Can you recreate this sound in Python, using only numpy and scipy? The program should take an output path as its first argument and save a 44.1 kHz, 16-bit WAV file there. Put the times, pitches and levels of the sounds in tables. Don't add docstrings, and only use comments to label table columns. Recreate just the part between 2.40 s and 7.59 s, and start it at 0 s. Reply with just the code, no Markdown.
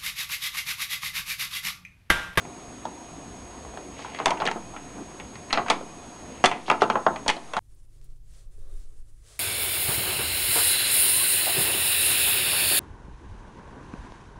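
import sys
import numpy as np
from scipy import signal
from scipy.fft import rfft, irfft
from scipy.io import wavfile
from scipy.ndimage import uniform_filter1d

SR = 44100
rng = np.random.default_rng(int(sys.argv[2]) if len(sys.argv) > 2 else 0)


def dump(signal):
    limited = np.clip(np.atleast_2d(signal).T, -1, 1)
    pcm = np.round(limited * 32767).astype(np.int16)
    wavfile.write(sys.argv[1], SR, pcm)


N = 228961

# f/Hz, level/dB per Hz
AIR_SPECTRUM = [(12, -24), (20, -18), (59, -5.5), (186, -4), (286, -2), (606, -8), (732, -4.5),
                (815, -10.5), (957, -6), (1470, -16), (5490, -24), (6620, -23), (7180, -26), (10700, -23),
                (12300, -27), (16000, -81), (22000, -120)]
AIR_DB = -44.5
# f/Hz, width/Hz, rms level/dB
FAN_BANDS = [(60, 3.8, -57.5), (118, 3, -63), (264, 118, -47.5), (711.7, 16, -55), (2480, 19, -65.5)]
# t/s, full depth/dB, sinking time/s
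BACKGROUND_DIPS = [(1.86, -2.5, 0.044), (3.3, -2.5, 0.044), (4.05, -13.5, 0.12), (4.88, -16, 0.053)]
# t/s, signed height scale/full scale
LINE_KICKS = [(1.858, -0.029), (3.129, -0.036), (3.299, 0.016), (4.062, 0.03), (4.42, 0.006),
              (4.885, 0.045)]
# t/s, length/s, level/dB, centre f/Hz
FINGER_RUBS = [(0.61, 1, -52.5, 60), (1.481, 0.47, -49, 2400), (1.576, 0.089, -52, 3900),
               (2.534, 0.11, -39, 236), (3.85, 0.44, -53, 2420), (1.996, 0.094, -50, 1880),
               (4.256, 0.044, -43, 3100), (4.401, 0.049, -35, 2620)]
# t/s, knock level/dB, clack level/dB, click level/dB, tick level/dB,
# struck spot f/Hz, chatter t60/s (before each part's own settling factor)
CABINET_BLOWS = [(0.051, -32.5, -41.5, -52, -52, 1170, .11), (0.453, -18, -43, -35, -40, 930, 0.13),
                 (1.249, -31, -54, -55, -52, 734, 0.11), (1.339, -32, -55, -54, -52, 600, 0.092),
                 (1.373, -25, -38, -39.5, -45, 910, 0.092), (1.592, -29, -39, -49, -46, 840, 0.087),
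                 (1.647, -26, -47, -49, -51, 1030, 0.25), (1.747, -32, -29, -35, -46, 730, 0.2),
                 (1.788, -24.5, -28, -30.5, -49, 1270, 0.16), (1.8, -17, -25.5, -50, -44, 690, 0.17),
                 (1.858, -10.5, -11, -12, -12.5, 880, 0.12), (1.868, -11.5, -29, -33, -41, 810, 0.24),
                 (1.881, -28, -24, -26, -34, 751, 0.13), (1.906, -18, -20.5, -22.5, -25, 715, 0.11),
                 (1.917, -20.5, -31, -40, -50, 1000, .16), (1.973, -34, -32, -41, -48, 770, .14),
                 (2.001, -22, -27, -29, -46, 880, 0.12), (2.009, -23, -34, -31, -48, 690, .12),
                 (2.019, -12.5, -27, -36, -39, 900, 0.17), (2.054, -19, -23, -27, -28.5, 620, 0.21),
                 (2.065, -28, -19.5, -18, -40, 600, 0.083), (2.074, -20, -13, -26, -26.5, 1240, 0.076),
                 (2.085, -17.5, -19, -38, -45, 1270, 0.064), (2.113, -18.5, -23, -29, -32, 910, 0.12),
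                 (2.158, -28, -50, -54, -54, 395, 0.066), (2.338, -31, -53, -49, -54, 720, 0.25),
                 (2.363, -29, -33.5, -39.5, -55, 1160, 0.12), (2.58, -37.5, -55, -54, -54, 400, 0.079),
                 (2.799, -31.5, -31, -37.5, -53, 885, 0.091), (2.955, -38, -35.5, -38, -54, 730, 0.1),
                 (3.1, -49, -36, -42, -48, 937, .1), (3.106, -31, -25, -34.5, -47, 1170, 0.098),
                 (3.128, -14, -16, -11, -22.5, 820, .22), (3.174, -11, -18.5, -20.5, -44, 810, 0.15),
                 (3.262, -22, -34, -39, -53, 960, 0.35), (3.283, -22, -22, -30, -36, 920, 0.24),
                 (3.3, -10, -14, -10.5, -17, 870, 0.19), (3.304, -8.5, -14, -33, -21, 870, 0.1),
                 (3.408, -32, -57, -56, -54, 412, 0.066), (4.04, -1.5, -6.5, -18, -18, 695, 0.048),
                 (4.046, -5, -8, -12.5, -21, 650, 0.069), (4.052, -17.5, -15.5, -21, -24, 700, 0.18),
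                 (4.058, -18, -15, -10, -12.5, 680, 0.13), (4.114, -16, -21, -30.5, -34, 910, 0.21),
                 (4.281, -21, -32, -37, -50, 651, 0.34), (4.3, -3.5, -8, -20, -22.5, 1100, 0.056),
                 (4.313, -8.5, -18, -23.5, -31, 686, 0.14), (4.419, -1, -23, -20.5, -26.5, 750, 0.083),
                 (4.424, -18, -26, -35, -48, 510, 0.12), (4.5, -6, -17.5, -22, -29.5, 870, 0.12),
                 (4.555, -9, -23, -37, -48, 900, 0.13), (4.665, -4, -20, -25, -40, 755, 0.1),
                 (4.76, -25.5, -28.5, -34, -41, 869, 0.094), (4.862, -19.5, -35, -38, -48, 630, 0.16),
                 (4.88, -15, -19.5, -14, -15, 806, 0.22), (4.891, -18.5, -9.5, -21.5, -30, 700, 0.066),
                 (4.899, -14, -13, -18, -23, 1000, 0.068), (4.903, -26, -22, -25, -23, 1100, 0.036),
                 (4.911, -34, -29, -29, -45, 800, 0.06), (4.966, -31.5, -38, -34, -46, 738, 0.13),
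                 (5.135, -20, -27, -29, -34.5, 1090, 0.19), (5.167, -12, -23, -24.5, -31.5, 900, .17)]
# f/Hz, level/dB, t60/s
THUD_MODES = [(140, -16, 0.074), (224, -9, 0.092), (284, 4, 0.031), (338, -9, 0.027), (396.6, 6, 0.025),
              (479, -10.5, 0.07)]
KNOCK_MODES = [(605, -14, 0.011), (680, -2.5, 0.067), (718, 8.5, 0.025), (770, 6.5, 0.028),
               (867, 9.5, 0.045), (910, 0, 0.018), (1026, 13, 0.018), (1243, 7.5, 0.022), (1185, -21, 0.06),
               (1410, -15, 0.075), (1550, -39, 0.063)]
CLACK_MODES = [(1550, -27, .008), (2130, 19.5, 0.0032), (2060, -14, 0.026), (2250, -12, 0.0039),
               (2370, -7, 0.0071), (2620, 13, 0.0033)]
CLICK_MODES = [(2884, 3.5, 0.012), (3424, 21, 0.011), (3640, -0.5, 0.014), (3900, 20, 0.0056),
               (4200, -15, 0.0044), (4180, 10, 0.0058)]
TICK_MODES = [(6050, 13.5, 0.0018), (6180, -6.5, 0.001), (6840, -5, 0.00053), (8170, -4.5, 0.0019)]
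# f/Hz, t60/s
ROOM_DECAY = [(200, 0.22), (800, 0.4), (2500, 0.26), (8000, 0.26)]
# f/Hz, level/dB
MIC_ROLL_OFF = [(9000, 0.5), (10500, -2.5), (11500, -11), (12300, -24)]

WHINE_HZ, WHINE_DB = 6570, -52
FRAME_S, FIRST_S, SLIP_TURNS = .05001, .0024, .54
PIPE_HZ, PIPE_DB = 7849.4, -65
SINK_CURVE, RECOVER_S = 0.54, 0.18
RISE_S, CLACK_HZ = 0.00092, 2140
THUD_DB, THUD_DB_PER_OCTAVE, MIDDLE_HZ = -13, -16, 800
LUMPY = 0.55
ROOM_DB, ROOM_TURN_HZ = -12.5, 8.2
EDGE_HZ = 12430


def gain_of(db):
    return 10 ** (np.asarray(db) / 20)


def evened(x):
    return x / np.sqrt(np.mean(x ** 2) + 1e-20)


def read(points, hz):
    f, value = np.transpose(points)
    return np.interp(np.log(hz + 1), np.log(f + 1), value)


def add(mix, s, sound):
    part = mix[round(s * SR):][:len(sound)]
    part += sound[:len(part)]


def resonate(x, hz, width):
    return signal.lfilter(*signal.iirpeak(hz, hz / width, SR), x)


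def room_air():
    frames, hz = N // 256 + 5, np.fft.rfftfreq(1024, 1 / SR)[:, None]
    real, imaginary, patches = rng.standard_normal((frames, 513, 3)).T
    patches = uniform_filter1d(patches, 8, 0)
    patches = evened(uniform_filter1d(patches, 12, 1))
    level_db = read(AIR_SPECTRUM, hz) + 3.2 * patches / (1 + hz / 1500)
    spectra = (real + 1j * imaginary) * gain_of(level_db)
    wash = signal.istft(spectra, nperseg=1024, noverlap=768)[1][:N]
    air = gain_of(AIR_DB) * evened(wash)
    for f, width, db in FAN_BANDS:
        air = air + gain_of(db) * evened(resonate(rng.standard_normal(N), f, width))
    return air


def electronics():
    t = np.arange(N) / SR
    turns = WHINE_HZ * t - SLIP_TURNS * np.floor((t - FIRST_S) / FRAME_S)
    whine = resonate(np.sin(2 * np.pi * turns), WHINE_HZ, 900)
    pipe = np.sin(2 * np.pi * PIPE_HZ * t)
    return np.sqrt(2) * (gain_of(WHINE_DB) * whine + gain_of(PIPE_DB) * pipe)


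def dips_db():
    out, t = np.zeros(N), np.arange(SR) / SR
    for s, db, sink in BACKGROUND_DIPS:
        sinking = np.minimum(t / sink, 1) ** SINK_CURVE
        recovery = np.exp(-np.maximum(t - sink, 0) / RECOVER_S)
        add(out, s, db * sinking * recovery)
    return out


def resting_line():
    out, t = np.zeros(N), np.arange(SR) / SR
    step = 1 - np.exp(-t / .003)
    sag = 1.5 * np.exp(-t / .075) - .5 * np.exp(-t / .35)
    for s, height in LINE_KICKS:
        add(out, s, height * step * sag)
    return out


def fingers():
    out = np.zeros(N)
    for s, length, db, hz in FINGER_RUBS:
        grit, grain = rng.standard_normal((2, SR))[:, :round(length * SR)]
        grit = grit * gain_of(3.2 * evened(uniform_filter1d(grain, 120)))
        width = 0.76 * hz
        rub = evened(resonate(resonate(grit, hz, width), hz, width))
        add(out, s, gain_of(db) * rub * signal.windows.tukey(len(grit), .5))
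    return out


def ring(modes, chance, touch, chatter, near_hz, spread_db=1.0, detune=0.028, focus_db=19.5):
    hz, db, t60 = np.transpose(modes)[:, :, None]
    size, pitch = chance[:len(modes)].T[:, :, None]
    t = np.arange(2400) / SR
    decay = gain_of(db + spread_db * size - 60 * t / t60)
    free = decay * np.sin(2 * np.pi * hz * (1 + detune * pitch) * t)
    focus = gain_of(-focus_db * abs(np.log2(hz / near_hz)))
    touched = rfft((free * focus).sum(0), n=8192) * rfft(touch, n=8192)
    shaken = rfft(free.sum(0), n=8192) * rfft(chatter, n=8192)
    sound = irfft(touched + shaken)
    edges = signal.butter(N=2, Wn=[1.087 * hz.min(), 1.326 * hz.max()], btype="band", fs=SR, output="sos")
    sound = signal.sosfilt(edges, sound)
    return sound / abs(sound).max()


def cabinet():
    out, t = np.zeros(N), np.arange(5700) / SR
    chances = rng.standard_normal((len(CABINET_BLOWS), 5, 11, 2))
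    grits = rng.standard_normal((len(CABINET_BLOWS), 5700))
    grits = grits * abs(grits) ** LUMPY
    u = t / RISE_S
    for blow, chance, grit in zip(CABINET_BLOWS, chances, grits):
        s, knock_db, clack_db, click_db, tick_db, knock_hz, t60 = blow
        touch = 0.1 * grit * u * np.exp(1 - u) + 1.034 * (t == 0)
        thud_db = knock_db + THUD_DB + THUD_DB_PER_OCTAVE * np.log2(knock_hz / MIDDLE_HZ)
        # modes, level/dB, favoured f/Hz, settling factor on t60, chatter strength
        parts = [
            (KNOCK_MODES, knock_db, knock_hz, 1.14, 0.036),
            (THUD_MODES, thud_db, 0.53 * knock_hz, 2.58, 0.028),
            (CLACK_MODES, clack_db, CLACK_HZ, 0.76, 0.087),
            (CLICK_MODES, click_db, 2.2 * CLACK_HZ, 0.33, 0.046),
            (TICK_MODES, tick_db, 2.6 * CLACK_HZ, 0.34, 0.053),
        ]
        for (modes, db, hz, settle, loose), c in zip(parts, chance):
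            dying = gain_of(-60 * t / max(settle * t60, .003))
            chatter = loose * grit * (1 - np.exp(-u)) * dying
            add(out, s, gain_of(db) * ring(modes, c, touch, chatter, hz))
    return out


def room(x):
    taps = np.zeros((3, SR // 2))
    at = np.arange(100, SR // 2 - 20, 20)
    places = at + rng.integers(0, 20, (3, len(at)))
    np.put_along_axis(taps, places, rng.choice([-1., 1.], (3, len(at))), 1)
    hz, t, z = signal.stft(taps, SR, nperseg=256)
    decay = gain_of(-60 * t / read(ROOM_DECAY, hz)[:, None])
    tails = signal.istft(z * decay, SR, nperseg=256)[1]
    phase = ROOM_TURN_HZ * np.arange(N) / SR + np.arange(3)[:, None] / 3
    turns = np.sqrt(2 / 3) * np.cos(2 * np.pi * phase)
    return signal.fftconvolve(x * turns, tails / np.linalg.norm(tails[0]), axes=1).sum(0)[:N]


def scene():
    near = cabinet() + fingers()
    dip_db = dips_db()
    air = room_air()
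    rumble = signal.sosfiltfilt(signal.butter(N=1, Wn=900, fs=SR, output="sos"), air)
    hiss = air - rumble
    background = rumble * gain_of(0.6 * dip_db) + hiss * gain_of(0.055 * dip_db)
    background = background + electronics() * gain_of(dip_db)
    return (near + gain_of(ROOM_DB) * room(near) + background + resting_line())[None]


def record(dry):
    soft = 0.72 * np.tanh(dry / 0.79)
    hz = np.linspace(0, SR / 2, 513)
    roll_off = signal.firwin2(255, hz, gain_of(read(MIC_ROLL_OFF, hz)), fs=SR)
    dull = signal.oaconvolve(soft, roll_off[None], "same")
    band_limit = signal.firwin(511, EDGE_HZ, window=("kaiser", 9), fs=SR)
    return signal.oaconvolve(dull, band_limit[None], "same")


dry = scene()
out = record(dry)
dump(out)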